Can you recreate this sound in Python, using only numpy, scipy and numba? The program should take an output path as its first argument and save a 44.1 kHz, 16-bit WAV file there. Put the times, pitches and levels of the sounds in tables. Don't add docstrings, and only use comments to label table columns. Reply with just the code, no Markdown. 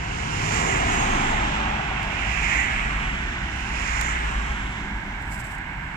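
import sys
import numpy as np
from scipy import signal
from scipy.fft import rfft, irfft, next_fast_len
from scipy.io import wavfile
from scipy.ndimage import uniform_filter1d, map_coordinates
from numba import njit

SR = 44100
rng = np.random.default_rng(int(sys.argv[2]) if len(sys.argv) > 2 else 0)


def persist_wave(psi):
    counts = np.round(np.clip(psi, -1, 1) * 32767).astype(np.int16)
    wavfile.write(sys.argv[1], SR, np.atleast_2d(counts).T)


N = 262836
T = np.arange(N) / SR
SOUND_SPEED = 343

# (f/Hz, left level/dB, right level/dB)
FAR_COLOUR = [(450, -50, -47), (615, -22.5, -11.5), (957, -6, 0), (1170, -10, -17.5), (1580, -12, 4),
              (1900, -15, -4.5), (2190, -5, 2.5), (2510, -14.5, -17), (5050, -31, -72), (7660, -33, -26),
              (8850, -54, -40), (14000, -52, -45.5)]
FAR_DB, FAR_LEAD_MS = -36, 0.18
FAR_ALIKE = 0.51

# (abreast t/s, speed/(m/s), lane distance/m,
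# plain roar level at 1 m/dB, level tilt from front to behind/dB, hump f/Hz, hump width/share of f,
# hump level/dB, hiss level/dB)
WHEELS = [(.86, 22, 7, -16.5, 1, 860, 0.44, 2.5, 6), (.95, 22, 7, -24.5, -4, 384, 0.43, 22, 3),
          (1.12, 22, 7, -17, 0, 658, 0.16, 14, -4.5), (1.5, 21, 7, -16, 0.5, 807, 0.2, 10.5, -4.5),
          (2.75, 22, 6.5, -18, -1, 2180, 0.4, 5.5, 2), (4.24, 21, 6.5, -16, -2, 2280, 0.1, -17.5, 0),
          (6.7, 21, 7, -19, 9, 1960, 0.39, 7, -8)]
# (f/Hz, level/dB)
TYRE_COLOUR = [(150, -40), (300, -12), (450, -4.5), (700, -4.5), (1000, -1), (2000, -2.5), (3200, -7),
               (5000, -14), (8000, -19), (16000, -38)]
# (f/Hz, share/0-1)
PORT_SPREAD = [(600, 0), (1200, 0.17), (2000, 0.03), (4000, 0.83), (8000, 1)]
AIR_HZ_M = 143000
SHADE_DB = -3

LEAD_MS, LEAD_SWING_MS, LEAD_BEARING_DEG = .24, 0.23, -41.5

# (boom and deep loudest t/s, boom level/dB, growl level/dB, deep level/dB)
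RUMBLES = [(.7, -30.5, -33.5, -33.5), (2.8, -44, -41.5, -33.5), (4.35, -47.5, -41, -33)]
# (boom/dB, growl/dB, deep/dB)
RUMBLE_FALL_DB = [3, 4.5, 4]
GROWL_LAG_S = 0.38
GROWL_LEAD_MS = 0.55

# (abreast t/s, firing f/Hz, sag/(Hz per s), firing tone level abreast/dB,
# extra level from behind/dB, loss per doubled distance/dB, level shift of the multiples/dB)
ENGINES = [(1.05, 55.5, 1.1, -34.5, 1.5, 1.6, 3), (2.75, 58.5, 1, -40, -5, 9, -6),
           (4.2, 56.3, 2, -31, -3, 8, -8)]
# (multiple/count, level before the engine's shift/dB)
MULTIPLES = [(2, -16.5), (3, -15), (4, -12)]
SPEED_M_S, LANE_M = 22, 7

# (abreast t/s, speed/(m/s), lane distance/m, whistle f before Doppler/Hz)
TURBO = (.9, 21, 7, 6730)
# (t/s, left level at 1 m/dB, right level at 1 m/dB)
WHISTLE = [(0, -33, -31), (.5, -36, -36), (.6, -36, -33), (.82, -34, -47), (.91, -10, -19),
           (1.02, -15, -38), (1.27, -22, -32), (1.33, -50, -50)]
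INTAKE_HZ, INTAKE_DB = 9450, -10

# (strongest t/s, f/Hz, glide/(Hz per s), half length/s, level/dB)
WAKE = (1.2, 27, -10, .33, -29)
# (t/s, f/Hz, half length/s, envelope peak level/dB)
THUD = (4.509, 50, .016, -18)

# (t/s, level/dB, left minus right level/dB)
TICKS = [(1.1666, -27, 4), (2.032, -27, -12), (3.56, -33, -8), (3.6081, -30, -5), (4.0129, -15.5, -24),
         (5.3364, -40, -11), (5.3953, -41, -15), (5.4164, -43, -21), (5.52, -36, -11), (5.5835, -39, -5)]
# (t/s, level before the split between ports/dB)
SLIDE = [(5.18, -83), (5.224, -56), (5.238, -62), (5.31, -53), (5.318, -44), (5.388, -50), (5.402, -43.5),
         (5.432, -56), (5.444, -50), (5.498, -55), (5.518, -49), (5.564, -54), (5.578, -74), (5.584, -51),
         (5.596, -73), (5.62, -76)]
# (f/Hz, level/dB)
CASE_COLOUR = [(1200, -18), (2100, -8), (3300, 0), (5500, 2.5), (6700, 3), (7700, 19), (8800, 2.5),
               (12000, -3), (15500, -13)]
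TICK_RING, SLIDE_RING = 0.39, 0.77

FOREST_T60_S, FOREST_DB = 0.91, -6
# (port/0 left 1 right, f/Hz, glide/(Hz per deg), width/Hz,
# level/dB, bearing/deg, spread before that bearing/deg, spread after it/deg)
LOBES = [(1, 6950, 7, 1140, 13.5, -40, 16.2, 22.7), (1, 2010, 1, 410, 4, -24, 31, 16.4),
         (1, 2640, -20.5, 490, 3, -59, 9.1, 33), (1, 10100, 7, 3100, 3.5, -33, 32, 11),
         (0, 7700, -4, 580, 5.5, 13, 33, 57), (0, 1830, -3, 130, 5.5, -27, 28, 38),
         (0, 1030, -1, 210, -2.5, 25, 18, 34), (1, 1090, -13, 350, -4.5, 25.5, 13, 19),
         (0, 3200, 2, 930, 5, 60, 20, 11), (1, 900, 5, 860, 0, -44, 11.4, 13),
         (1, 3450, 13, 610, -1, 60.5, 17, 10), (0, 560, 0, 1000, -3, -52, 20, 38),
         (1, 5100, 12, 1400, 7, -52, 17, 18), (0, 3700, -3, 360, 2, -47, 9.8, 21)]
# (f/Hz, left level/dB, right level/dB)
PORT_COLOUR = [(308, -5.5, 6), (416, -7, -1), (510, -5.5, -6), (803, 1.5, -1.5), (1330, -4.5, 2),
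               (1500, 0.5, 3), (2390, -3.5, 4), (2765, -6, 8), (3430, -10, 0.5), (4540, -9.5, -8.5),
               (5700, -8.5, -1), (7500, -4, 0.5), (8200, -8, -5.5), (10900, -18.5, -8), (15500, -17, -14)]
# (f/Hz, phase/deg)
LEFT_PHASE = [(200, 0), (320, 11), (480, 54), (600, 47), (780, 24), (1100, -29), (1400, -81), (1650, -24),
              (2500, 17), (4000, -3)]
TOP_HZ = 15400


def undb(db):
    return 10 ** (np.asarray(db) / 20)


def unit(x):
    return x / np.sqrt(np.mean(x ** 2))


def colour(x, hz, db, turn=((1, 0), (2, 0))):
    size = next_fast_len(len(x))
    log_hz = np.log(np.maximum(np.arange(size // 2 + 1) * SR / size, 1))
    turn_hz, turn_deg = np.transpose(turn)
    phase = np.radians(np.interp(log_hz, np.log(turn_hz), turn_deg))
    gain = undb(np.interp(log_hz, np.log(hz), db))
    return irfft(rfft(x, size) * gain * np.exp(1j * phase), size)[:len(x)]


@njit
def svf(x, hz, damping):
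    band, low = np.empty(len(x)), np.empty(len(x))
    b, l = 0., 0.
    for i in range(len(x)):
        g = np.tan(np.pi * hz[i] / SR)
        v = (b + g * (x[i] - l)) / (1 + g * (g + damping))
        band[i], low[i] = damping * v, l + g * v
        b, l = 2 * v - b, l + 2 * g * v
    return band, low


def walk(rate):
    hold = int(SR / rate)
    steps = np.repeat(rng.standard_normal(N // hold + 1), hold)
    return 1.436 * uniform_filter1d(uniform_filter1d(steps, hold), hold)[:N]


def read_at(sound, at):
    return map_coordinates(sound, [at], order=2, mode="mirror")


def far_road():
    common, left, right = rng.standard_normal((3, N))
    late = np.roll(common, int(FAR_LEAD_MS * SR / 1000))
    hz, *port_db = np.transpose(FAR_COLOUR)
    wash = []
    for shared, own, db in zip((common, late), (left, right), port_db):
        wash.append(colour(np.sqrt(FAR_ALIKE) * shared + np.sqrt(1 - FAR_ALIKE) * own, hz, db))
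    return unit(np.array(wash)) * undb(FAR_DB + .6 * walk(2))


def passing(sounds, abreast, speed, lane, behind_db):
    along = speed * (T - abreast)
    far, bearing = np.hypot(along, lane), np.degrees(np.arctan2(along, lane))
    swing = np.cos(np.radians(bearing - LEAD_BEARING_DEG))
    lead = SR / 1000 * (LEAD_MS + LEAD_SWING_MS * swing)
    sent = SR * (T - far / SOUND_SPEED)
    gain = undb(behind_db * bearing / 90) / far
    shade = undb(SHADE_DB * np.maximum(bearing, 0) / 90)
    edge = np.clip(AIR_HZ_M / far * shade, 500, .4 * SR)
    arrived = [read_at(sound, at) for sound, at in zip(sounds, (sent, sent - lead))]
    return np.array([gain * svf(x, edge, 0.92)[1] for x in arrived]), bearing


def tyres():
    heard = []
    hz, share = np.transpose(PORT_SPREAD)
    share = np.clip(share, .01, .99)
    for abreast, speed, lane, db, behind_db, hump_hz, width, hump_db, hiss_db in WHEELS:
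        left, other = rng.standard_normal((2, N))
        right = colour(left, hz, 10 * np.log10(1 - share)) + colour(other, hz, 10 * np.log10(share))
        waver = undb(db + .6 * walk(12))
        flicker = undb(hiss_db + .5 * walk(30))
        hump = hump_hz * (1 + .03 * walk(5))
        swell = undb(hump_db + 1.2 * walk(11))
        roars = []
        for noise in (left, right):
            roar = unit(colour(noise, *np.transpose(TYRE_COLOUR)))
            body = svf(roar, np.full(N, 4500.), 1.23)[1]
            hiss = flicker * (roar - body)
            roars.append(waver * (body + hiss + swell * svf(roar, hump, width)[0]))
        heard.append(passing(roars, abreast, speed, lane, behind_db))
    return heard


def doublings(abreast):
    along = SPEED_M_S * (T - abreast)
    far = np.hypot(along, LANE_M)
    return np.log2(far / LANE_M), along / far


def rumble(column, lag):
    power = 0
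    for row in RUMBLES:
        steps, _ = doublings(row[0] + lag)
        power = power + undb(row[column + 1] - RUMBLE_FALL_DB[column] * steps) ** 2
    return np.sqrt(power)


def nearing():
    powers, sides = [], []
    for row in RUMBLES:
        steps, side = doublings(row[0] + GROWL_LAG_S)
        powers.append(undb(row[2] - RUMBLE_FALL_DB[1] * steps) ** 2)
        sides.append(np.clip(.6 - 1.5 * side, 0, 1))
    return np.sum(np.array(powers) * sides, axis=0) / np.sum(powers, axis=0)


def low_rumble():
    boom = unit(colour(rng.standard_normal(N), [30, 75, 120, 170, 400], [-60, -1, 0, -2, -90]))
    growl = unit(colour(rng.standard_normal(N), [80, 200, 300, 400, 900], [-60, 0, -5, -14, -90]))
    deep = unit(colour(rng.standard_normal(N), [8, 25, 50, 66, 160], [-40, -5, 0, -3, -90]))
    boom_gain, deep_gain = rumble(column=0, lag=0), rumble(column=2, lag=0)
    growl_gain = rumble(column=1, lag=GROWL_LAG_S)
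    early = read_at(growl, np.arange(N) + GROWL_LEAD_MS * SR / 1000 * nearing())
    steady = boom * boom_gain + np.array([early, growl]) * growl_gain + deep * deep_gain
    apart = 0.083 * np.roll(growl, SR) * growl_gain
    apart += 0.12 * np.roll(boom, SR) * boom_gain
    apart += 0.1 * np.roll(deep, SR) * deep_gain
    return steady + np.array([apart, -apart])


def drone(abreast, hz, sag, db, behind_db, fall_db, multiples_db):
    steps, side = doublings(abreast)
    hz = (hz - sag * (T - abreast)) * (1 - side * SPEED_M_S / SOUND_SPEED)
    phase = 2 * np.pi * np.cumsum(hz * (1 + .012 * walk(11))) / SR
    tone = np.sin(phase) * undb(2.5 * walk(11))
    for multiple, order_db in MULTIPLES:
        level = undb(multiples_db + order_db + 0.92 * walk(5))
        tone = tone + level * np.sin(multiple * phase + 1.24 * walk(6))
    return np.sqrt(2) * tone * undb(db + behind_db * side - fall_db * steps + 1.5 * walk(5))


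def turbo():
    abreast, speed, lane, hz = TURBO
    s, *port_db = np.transpose(WHISTLE)
    hiss = svf(rng.standard_normal(N), np.full(N, 1. * INTAKE_HZ), 0.55)[0]
    intake = undb(INTAKE_DB) * unit(hiss)
    phase = 2 * np.pi * np.cumsum(hz * (1 + .002 * walk(60))) / SR
    whistle = undb(3.5 * walk(25)) * np.sin(phase)
    sounds = [undb(np.interp(T, s, db)) * (whistle + intake) for db in port_db]
    return passing(sounds, abreast, speed, lane, 0.)


def forest(sound):
    lag = np.arange(SR) / SR
    trees = rng.standard_normal(SR) * np.exp(-np.log(1000) * lag / FOREST_T60_S)
    trees /= np.sqrt(np.sum(trees ** 2))
    lead_in = SR // 4
    earlier = np.concatenate([sound[lead_in:0:-1], sound])
    return undb(FOREST_DB) * signal.fftconvolve(earlier, trees)[lead_in:][:N]


def lobe(sound, bearing, hz, glide, width_hz, gain_db, aim, opening, closing):
    off = bearing - aim
    facing = np.exp(-np.where(off < 0, (off / opening) ** 2, (off / closing) ** 4))
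    centre = hz + glide * np.clip(off, -40, 40)
    return undb(gain_db) * svf(sound * facing, centre, width_hz / hz)[0]


def hand():
    hz, db = np.transpose(CASE_COLOUR)

    def ring(pair, share):
        return np.array([colour(x, hz, share * db) for x in pair])

    ticks = np.zeros((2, N))
    tail = np.arange(90)
    for s, tick_db, pan_db in TICKS:
        snap = 0.12 * rng.standard_normal(90) * np.exp(-tail / 10.0)
        tick = snap - np.exp(-((tail - 3) / 0.99) ** 2)
        at = int(s * SR)
        ticks[:, at:at + 90] += np.outer(undb(tick_db + np.array([pan_db, -pan_db]) / 2), tick)
    grip = uniform_filter1d(np.repeat(rng.exponential(size=N // 40 + 1), 40)[:N], 30)
    slide_db = np.interp(T, *np.transpose(SLIDE), left=-120, right=-120)
    press = undb(slide_db + 2.2 * walk(90))
    rub = unit(ring(rng.standard_normal((2, N)) * undb(1.7 * grip), SLIDE_RING))
    return ring(ticks, TICK_RING) + rub * press * undb(np.array([[-9], [5]]))


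def wake():
    s, hz, glide, length, db = WAKE
    since = T - s
    throb = np.sin(2 * np.pi * (hz + glide * since / 2) * since)
    return np.sqrt(2) * undb(db) * np.exp(-(since / length) ** 2) * throb


def thud():
    s, hz, length, db = THUD
    return undb(db) * np.sin(2 * np.pi * hz * (T - s)) * np.exp(-((T - s) / length) ** 2)


def scene():
    heard = tyres() + [turbo()]
    air = sum(sound for sound, _ in heard)
    for port in range(2):
        air[port] += forest(air[port])
    for port, *resonance in LOBES:
        for sound, bearing in heard:
            air[port] += lobe(sound[port], bearing, *resonance)
    hz, left_db, right_db = np.transpose(PORT_COLOUR)
    traffic = np.array([colour(air[0], hz, left_db, LEFT_PHASE), colour(air[1], hz, right_db)])
    low = low_rumble() + sum(drone(*engine) for engine in ENGINES) + wake() + thud()
    return far_road() + traffic + low + hand()


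def record(dry):
    return signal.sosfilt(signal.ellip(10, .2, 80, TOP_HZ, fs=SR, output="sos"), dry)


dry = scene()
out = record(dry)
persist_wave(out)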